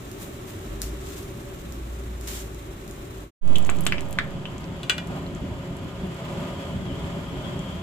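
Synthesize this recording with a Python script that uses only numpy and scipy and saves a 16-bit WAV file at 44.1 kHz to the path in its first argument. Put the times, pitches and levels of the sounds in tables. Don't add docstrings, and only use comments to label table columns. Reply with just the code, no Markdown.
import sys
import numpy as np
from scipy import signal
from scipy.fft import rfft, irfft
from scipy.io import wavfile
from scipy.ndimage import uniform_filter1d

SR = 44100
rng = np.random.default_rng(int(sys.argv[2]) if len(sys.argv) > 2 else 0)


def put_to_file(sound):
    columns = np.atleast_2d(sound).T
    safe = np.clip(columns, -1, 1)
    whole_steps = np.round(safe * 32767)
    wavfile.write(sys.argv[1], SR, whole_steps.astype(np.int16))


N = 344862
TIME = np.arange(N) / SR
HZ = np.maximum(np.arange(N // 2 + 1) * SR / N, 1)
MIC_SPAN_S = 0.00047
KITCHEN_START_S = 3.412


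def from_db(db):
    return 10 ** (np.asarray(db) / 20)


def unit_power(x):
    return x / np.sqrt(np.mean(x ** 2) + 1e-20)


def in_time(rows):
    time_s, *columns = np.transpose(rows)
    return [np.interp(TIME, time_s, column) for column in columns]


def swells(rows):
    return sum(rise_db * .5 ** ((2 * (TIME - s) / length_s) ** 2) for s, length_s, rise_db in rows)


def colour(points, peaks=()):
    hz, db = np.transpose(points)
    gain_db = np.interp(np.log(HZ), np.log(hz), db)
    for centre_hz, width_hz, lift_db in peaks:
        gain_db = gain_db + lift_db / (1 + (2 * (HZ - centre_hz) / width_hz) ** 2)
    return from_db(gain_db) / np.sqrt((1 + (hz[0] / HZ / 1.3) ** 8) * (1 + (HZ / hz[-1] / 1.3) ** 8))


def drift(rate_hz):
    return unit_power(irfft(rfft(rng.standard_normal(N)) / (1 + (HZ / rate_hz) ** 2), N))


def diffuse(gain):
    alike = np.clip(1.007 * np.sinc(2 * HZ * MIC_SPAN_S) / (1 + (HZ / 1500) ** 2), -1, 1)
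    mid, side = rfft(rng.standard_normal((2, N)))
    pair = np.sqrt(1 + alike) * mid + np.sqrt(1 - alike) * side * [[1], [-1]]
    return unit_power(irfft(gain * pair, N))


def direct(x, lag_ms, gain=1):
    lag_s = np.array([[0], [lag_ms / 1000]])
    return irfft(rfft(x) * gain * np.exp(-2j * np.pi * HZ * lag_s), N)


def panned(pan_db):
    return from_db(np.array([[.5], [-.5]]) * pan_db)


def add(out, start_s, sound):
    start = int(start_s * SR)
    out[:, start:start + sound.shape[-1]] += sound[..., :N - start]


def echoes(x, t60_s, gain=1):
    t = TIME[:SR]
    tail = diffuse(gain)[:, :SR] * from_db(-60 * t / t60_s) * np.clip(t / 0.00074, 0, 1)
    return signal.fftconvolve(x, tail / np.sqrt(np.sum(tail ** 2) / 2), axes=1)[:, :N]


def steadied(x, window_s):
    return x / np.sqrt(uniform_filter1d(np.mean(x ** 2, axis=0), int(window_s * SR)) + 1e-12)


def crackle(per_s, spread_db):
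    sizes = from_db(spread_db * np.minimum(rng.exponential(1, N), 4)) * rng.choice([-1, 1], N)
    return unit_power(sizes * (rng.random(N) < per_s / SR))


def snaps(rows, t60_s, grit_db):
    out, t = np.zeros((2, N)), TIME[:SR // 10]
    for start_s, level_db, pan_db in rows:
        snap = (t == 0) + rng.standard_normal(len(t)) * from_db(grit_db - 60 * t / t60_s)
        add(out, start_s, from_db(level_db) * panned(pan_db) * snap)
    return out


def draught():
    # freq_hz, gain_db
    spectrum = [(15, -18), (25, -9), (54, -6.5), (100, -4), (192, -7.5), (223, -7), (248, -9.5),
                (281, -8.5), (387, -4.5), (468, -18.5), (567, -15.5), (796, -20.5), (1300, -22),
                (2210, -26), (4000, -30), (5200, -66), (8800, -120)]
    # centre_hz, width_hz, lift_db
    resonances = [(130, 18, 2.4), (294, 20, 2), (384.5, 18, 3.9), (573, 19, 9), (1120, 67, 4.7),
                  (1310, 80, 3.1)]
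    # time_s, level_db
    strength = [(0, -38.5), (.5, -37.5), (1.1, -37.5), (1.7, -39), (2.4, -39.5), (3.2, -39)]
    air = colour(spectrum, resonances)
    from_left = unit_power(direct(rng.standard_normal(N), lag_ms=0.48, gain=air))
    level = from_db(in_time(strength)[0] + .5 * drift(15))
    return level * (from_db(-0.7) * diffuse(air) + from_db(-6) * from_left)


def sizzle_level(treble):
    # start_s, level_db, attack_s, hold_s, treble_db
    drips = [(0.187, -46, 0.03, .012, 5.5), (0.45, -50, .035, .015, 3), (0.817, -46, .012, .012, -1),
             (0.976, -44.5, 0.11, 0.069, -3), (1.149, -43, 0.03, .008, 1.5), (2.213, -50, 0.037, .03, 0),
             (2.269, -38, 0.006, 0.12, -0.5)]
    simmer_db, drying_db_per_s, sag_db_per_s, release_db_per_s = -53, 0.8, 32.5, 145
    power = from_db(simmer_db - drying_db_per_s * TIME) ** 2
    for start_s, level_db, attack_s, hold_s, treble_db in drips:
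        age = np.maximum(TIME - start_s, 0)
        fall_db = sag_db_per_s * age + release_db_per_s * np.maximum(age - attack_s - hold_s, 0)
        power += (np.minimum(age / attack_s, 1) * from_db(level_db + treble * treble_db - fall_db)) ** 2
    return np.sqrt(power)


def sizzle():
    # freq_hz, gain_db
    spectrum = [(900, -6.5), (2000, -5), (3300, -3.5), (5000, -6.5), (7400, -1.5), (9800, -9.5),
                (12000, -6), (15500, -9)]
    tone = colour(spectrum)
    grains = unit_power(direct(crackle(per_s=7000, spread_db=7), lag_ms=0.555, gain=tone))
    boil = from_db(1.25 * drift(40)) * (from_db(-6.5) * grains * panned(2.8) + from_db(3) * diffuse(tone))
    top = irfft(rfft(boil) / (1 + (9500 / HZ) ** 8), N)
    return sizzle_level(treble=False) * (boil - top) + sizzle_level(treble=True) * top


def spits():
    # start_s, level_db, pan_db
    fat = [(0.115, -15.5, -4), (0.8178, 1, 2), (1.723, -15, -3), (2.2114, -15, -0.5), (2.2741, -20, 17),
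           (2.5461, -18, .5), (2.878, -19, -3), (2.9112, -16.5, 2)]
    embers = from_db(-71) * crackle(per_s=14, spread_db=6)
    sharp = colour([(1500, -9), (3100, -10), (4100, -5.5), (5600, -2.5), (7600, 0), (9800, -6.5),
                    (12000, -4.5), (15000, -6.5)])
    near = direct(snaps(fat, t60_s=0.0083, grit_db=-19.5) + embers, lag_ms=0.55, gain=sharp)
    return near + from_db(-6) * echoes(near, t60_s=0.065) + from_db(-3) * echoes(near, t60_s=0.39)


def engine():
    # time_s, firing_hz, level_db
    throttle = [(.4, 48.04, -62), (.58, 47.7, -57), (.7, 44.6, -37), (.85, 51.8, -33), (1.03, 61.2, -37),
                (1.2, 62.6, -50), (1.55, 60.6, -44), (1.8, 58.2, -34.5), (2.05, 58.6, -33),
                (2.4, 56.36, -37), (2.8, 46.5, -46), (3.3, 52.5, -46)]
    # middle_s, length_s, rise_db
    bark = [(.57, 0.14, 14)]
    firing_hz, level_db = in_time(throttle)
    load_s = throttle[0][0]
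    phase = 2 * np.pi * np.cumsum(firing_hz) / SR
    octave = from_db(-53.5 + swells(bark)) * np.minimum(TIME / load_s, 1) * np.sin(2 * phase)
    under_load = np.clip((TIME - load_s) / .3, 0, 1)
    exhaust = from_db(-46) * under_load * diffuse(colour([(25, -6), (50, 1.5), (85, -2.5)]))
    return np.sqrt(2) * (from_db(level_db) * np.sin(phase) + octave) + exhaust


def flame():
    # middle_s, length_s, rise_db
    surges = [(3.72, 0.44, 3), (5.14, 0.15, 3.5), (6.4, 0.4, 6), (6.69, 0.12, 2), (7.08, 0.24, 3.5),
              (7.46, 0.32, 4)]
    rise_db_per_s = 0.17
    return rise_db_per_s * (TIME - KITCHEN_START_S) + swells(surges)


def burner():
    # freq_hz, gain_db
    spectrum = [(15, -41), (25, -11), (57, 0), (176, -2.5), (245, -6), (281, -10), (317, -13.5), (352, -8),
                (482, -17.5), (554, -10.5), (1600, -30.5), (2080, -61), (3520, -120)]
    # centre_hz, width_hz, lift_db
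    firebox = [(90, 15, 3.4), (129.5, 11, 6), (167.8, 17, 7.4), (189.2, 12, 6.2), (274.6, 27, 7.3),
               (303, 10, 4.9), (353.2, 8.5, 7.8), (388.5, 16, 8.6), (444, 11, 6.5), (548.3, 10.4, 9.6),
               (579, 6.4, 6.6), (604, 9.1, 5.5), (667, 25, 6.2), (1003, 170, 8.1), (1229, 48, 12),
               (1403, 25, 12), (1466, 20, 6)]
    # middle_s, length_s, rise_db
    booms = [(3.76, .36, 1.5), (4.85, 0.26, -1), (5.1, 0.087, -0.5), (5.33, 0.043, 2), (5.45, 0.17, 4),
             (5.72, 0.16, 2), (6.055, 0.066, 6.5), (6.19, 0.074, -3.5), (6.63, .11, -1.5),
             (6.77, 0.09, 4.5), (6.92, 0.11, 5), (7.12, 0.18, 1.5), (7.41, .1, -1.5), (7.53, 0.22, 1)]
    # middle_s, length_s, rise_db
    lull = [(6.42, 0.37, -6.5)]
    roar, low_share = colour(spectrum, firebox), 1 / (1 + (HZ / 400) ** 6)
    lower, upper = roar * np.sqrt(low_share), roar * np.sqrt(1 - low_share)
    rumble_db = -35 + 0.64 * flame() + swells(booms) + 1.4 * drift(9)
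    rumble = from_db(rumble_db) * steadied(diffuse(lower), window_s=0.18)
    deep = irfft(rfft(rumble) / (1 + (HZ / 105) ** 8) / (1 + (40 / HZ) ** 4), N)
    rumble += (from_db(swells(lull)) - 1) * deep
    ahead = unit_power(direct(rng.standard_normal(N), lag_ms=0.1, gain=upper))
    rush_db = -45.5 + flame() + 0.7 * drift(10)
    return rumble + from_db(rush_db) * (from_db(-1.5) * diffuse(upper) + from_db(0.5) * ahead)


def gas_hiss():
    # freq_hz, gain_db
    spectrum = [(700, -3.5), (1200, 3.5), (2200, 1.5), (3200, -2), (4100, -7.5), (4800, -8.5), (5850, -13),
                (7400, -8), (9200, -18.5), (12000, -17.5), (15500, -24)]
    # centre_hz, width_hz, lift_db
    resonances = [(2950, 96, 4.5), (3340, 280, 5)]
    jet, rise_db_per_s = colour(spectrum, resonances), 0.51
    near = unit_power(direct(crackle(per_s=11000, spread_db=1), lag_ms=0.286, gain=jet))
    level_db = -52.5 + 0.64 * flame() + 0.8 * drift(21) + rise_db_per_s * (TIME - KITCHEN_START_S)
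    return from_db(level_db) * (from_db(4) * diffuse(jet) + from_db(-5.5) * near)


def whistle():
    # time_s, pitch_hz, level_db
    course = [(5.2, 3115, -62), (6.3, 3160, -59), (6.62, 3210, -53), (7.1, 3184, -52), (7.41, 3220, -51.5),
              (7.45, 3270, -42), (7.49, 3230, -48), (7.8, 3220, -52.5)]
    spread_hz, waver_hz, flutter_db = 150, 70, 1.6
    pitch_hz, level_db = in_time(course)
    phase = 2 * np.pi * np.cumsum(pitch_hz + waver_hz * drift(8)) / SR
    band = np.array([drift(spread_hz) * np.cos(phase) + drift(spread_hz) * np.sin(phase) for _ in "LR"])
    return from_db(level_db + flutter_db * drift(7.9)) * panned(7) * band


def fizz():
    peak_s, fall_db_per_s = 3.33, 23
    level = from_db(-55 - fall_db_per_s * np.abs(TIME - peak_s)) + from_db(-73 + flame())
    stray = from_db(-68.5) * crackle(per_s=9.8, spread_db=1)
    tiny_drops = crackle(per_s=290, spread_db=18)
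    larger_drops = from_db(-3.5) * crackle(per_s=20, spread_db=4)
    return level * (tiny_drops + larger_drops) + stray


def bubble(pitch_hz, width_hz):
    t = TIME[:SR // 40]
    note = t * np.exp(-np.pi * width_hz * t) * np.sin(2 * np.pi * pitch_hz * t)
    return note / np.abs(note).max()


def spatter():
    # start_s, level_db, pitch_hz, width_hz, pan_db
    droplets = [(3.478, -29, 7000, 9000, 3), (3.5312, -37, 6400, 5000, -4), (3.556, -35, 12000, 6000, 2),
                (3.5602, -26.5, 7600, 3000, 0), (3.584, -19, 9630, 9000, -2), (3.6263, -35, 7750, 1500, 0),
                (3.6494, -28.5, 6500, 2980, 2), (3.667, -30, 8000, 5000, .5), (3.699, -21, 7560, 2200, -.5),
                (3.7, -29, 12500, 5000, 0), (3.77, -35, 7400, 5000, -.5), (3.787, -31, 6900, 5000, 0),
                (3.808, -19, 11000, 6000, 0), (3.838, -33, 8300, 2000, 0), (3.853, -22, 11500, 6000, -1),
                (3.866, -14, 7040, 6000, -3), (3.869, -12.5, 8200, 5000, 5), (3.871, -26, 12500, 5000, 0),
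                (3.923, -33, 12000, 6000, 0), (4.008, -25.5, 7600, 6000, -2), (4.0555, -41, 7000, 4000, -5),
                (4.088, -36, 10900, 7000, 0), (4.1093, -27, 12000, 6000, -.5),
                (4.1283, -22.5, 8640, 8000, -1.5), (4.189, -21, 5700, 7800, -3),
                (4.5816, -31.5, 6740, 4030, 0), (4.6425, -36.5, 5260, 2000, -1),
                (5.0729, -32, 8500, 9000, 6), (5.265, -43, 4100, 700, 0), (5.35, -34, 6660, 3000, -3),
                (5.768, -36, 8900, 5000, -10), (6.145, -36, 9000, 7000, 0), (7.5925, -38, 7250, 4000, 12)]
    ticks = np.zeros((2, N)) + fizz()
    for start_s, level_db, pitch_hz, width_hz, pan_db in droplets:
        add(ticks, start_s, from_db(level_db + 4.5) * panned(pan_db) * bubble(pitch_hz, width_hz))
    tone = colour([(2500, 7.5), (5400, -5.5), (7500, 2), (9600, -8), (11500, 0), (15500, 2)])
    ticks = direct(ticks, lag_ms=0.029, gain=tone)
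    return ticks + from_db(-5) * echoes(ticks, t60_s=0.007) + from_db(-7.5) * echoes(ticks, t60_s=0.068)


def oil_pops():
    # start_s, level_db, pitch_hz, width_hz, overtone_db, knock_db, pan_db
    drops = [(3.5568, -16, 3170, 800, -14.5, -15.5, -0.5), (3.6928, -19, 1280, 1300, -1.5, 8, 1),
             (3.8657, -14.5, 1610, 2090, 5.5, 2, 0), (3.9227, -7.5, 2230, 1610, -14.5, -14, 1),
             (3.982, -19.5, 2640, 1500, -10, -10, 0), (4.187, -4.5, 1775, 1190, -9, -26, -1),
             (4.4548, -24, 2950, 750, -20, 0, 1.5)]
    # centre_hz, width_hz, lift_db
    bowl = [(1990, 320, 2.5), (2450, 260, 1.5), (3080, 540, 5)]
    notes, knocks = np.zeros((2, 2, N))
    knock_s = 0.0001
    pulse = -np.exp(-(TIME[:SR // 100] / knock_s - 2) ** 2)
    for start_s, level_db, pitch_hz, width_hz, overtone_db, knock_db, pan_db in drops:
        note = bubble(pitch_hz, width_hz) + from_db(overtone_db) * bubble(1.85 * pitch_hz, width_hz)
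        add(notes, start_s, from_db(level_db) * panned(pan_db) * note)
        add(knocks, start_s, from_db(level_db + knock_db) * panned(pan_db) * pulse)
    notes = signal.sosfilt(signal.butter(4, 1220, "high", fs=SR, output="sos"), notes)
    tone = colour([(300, 2.5), (1000, -1), (3300, -2.5), (4500, -3), (12000, -4)], bowl)
    pops = direct(notes + knocks, lag_ms=0.091, gain=tone)
    return pops + from_db(-3.5) * echoes(pops, t60_s=0.043) + from_db(-2.5) * echoes(pops, t60_s=0.12)


def skimmer():
    # start_s, ring_db, crack_db, tilt_db_per_octave
    touches = [(4.832, -35, -16, 3), (4.8966, -16.5, 5, -1.5), (4.981, -29, -8, -4.5)]
    # pitch_hz, level_db, t60_s
    steel_modes = [(1470, -9, .08), (1921, -11, .11), (2395, -12, .2), (2570, -12, .06), (2790, -8, .05),
                   (2884, 1, .07), (3110, -10, .05), (3434, -1, .075), (4020, -7, .078), (4683, -15, .095),
                   (5150, -23, .09), (6073, -21, .15), (6840, -21, .13), (7655, -19, .08), (8820, -25, .1),
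                   (10400, -29, .06), (11940, -27, .08)]
    # pitch_hz, level_db, t60_s
    counter_modes = [(423, -20, .06), (662, -16, 0.11), (1060, -21, 0.047)]
    ring, t = np.zeros((2, N)), TIME[:SR // 2]
    for start_s, ring_db, _, tilt in touches:
        for pitch_hz, mode_db, t60_s in steel_modes + counter_modes:
            level_db = ring_db + mode_db + tilt * np.log2(pitch_hz / 3000) + rng.normal(0, 1, (2, 1))
            phase = rng.uniform(0, 2 * np.pi) + rng.normal(0, 0.72, (2, 1))
            mode = from_db(level_db - 60 * t / t60_s) * np.sin(2 * np.pi * pitch_hz * t + phase)
            add(ring, start_s, mode)
    clicks = snaps([(s, crack_db, 2) for s, _, crack_db, _ in touches], t60_s=0.0093, grit_db=-10.5)
    hard = colour([(450, -9), (900, -7), (1600, 5), (3000, 8), (3800, 4), (4400, -5), (5500, -8),
                   (7800, -4), (10000, -14.5), (13000, -17), (15000, -17)])
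    dull = colour([(450, 3), (900, 2), (1900, -1), (2900, -9), (6000, -8), (15000, -11)])
    crack = direct(clicks, lag_ms=0.281, gain=hard)
    clatter = echoes(crack, t60_s=0.12, gain=dull)
    slap = np.roll(crack, int(0.0079 * SR), axis=1)
    return ring + crack + from_db(-4) * clatter + from_db(-22) * slap


def scuff(middle_s=5.155, length_s=.1, level_db=-41):
    tone = colour([(520, -11), (680, 3), (820, -2), (1000, -14)])
    rub = unit_power(direct(crackle(per_s=900, spread_db=1), lag_ms=0.25, gain=tone))
    return from_db(level_db) * .5 ** ((2 * (TIME - middle_s) / length_s) ** 2) * rub


def kitchen():
    # freq_hz, gain_db
    walls = [(200, -1), (1000, 0), (3200, -0.5), (5000, -5), (9000, -2), (16000, -16)]
    pot, steel = oil_pops() + spatter(), skimmer()
    room = echoes(from_db(-15) * pot + from_db(-15.5) * steel, t60_s=0.32, gain=colour(walls))
    return burner() + gas_hiss() + whistle() + pot + steel + scuff() + room


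def scene():
    grill = draught() + sizzle() + spits() + engine()
    fade_out = np.clip((3.308 - TIME) / 0.087, 0, 1)
    since_s = np.maximum(TIME - KITCHEN_START_S, 0)
    fade_in = np.clip(since_s / 0.097, 0, 1)
    offset = -.62 * np.exp(-since_s / 0.25) * np.array([[0], [1]])
    return grill * fade_out + (kitchen() + offset) * fade_in


def record(dry):
    low_pass = signal.ellip(10, .1, 80, 15400, fs=SR, output="sos")
    return signal.sosfilt(low_pass, np.clip(dry, -.87, .87))


dry = scene()
out = record(dry)
put_to_file(out)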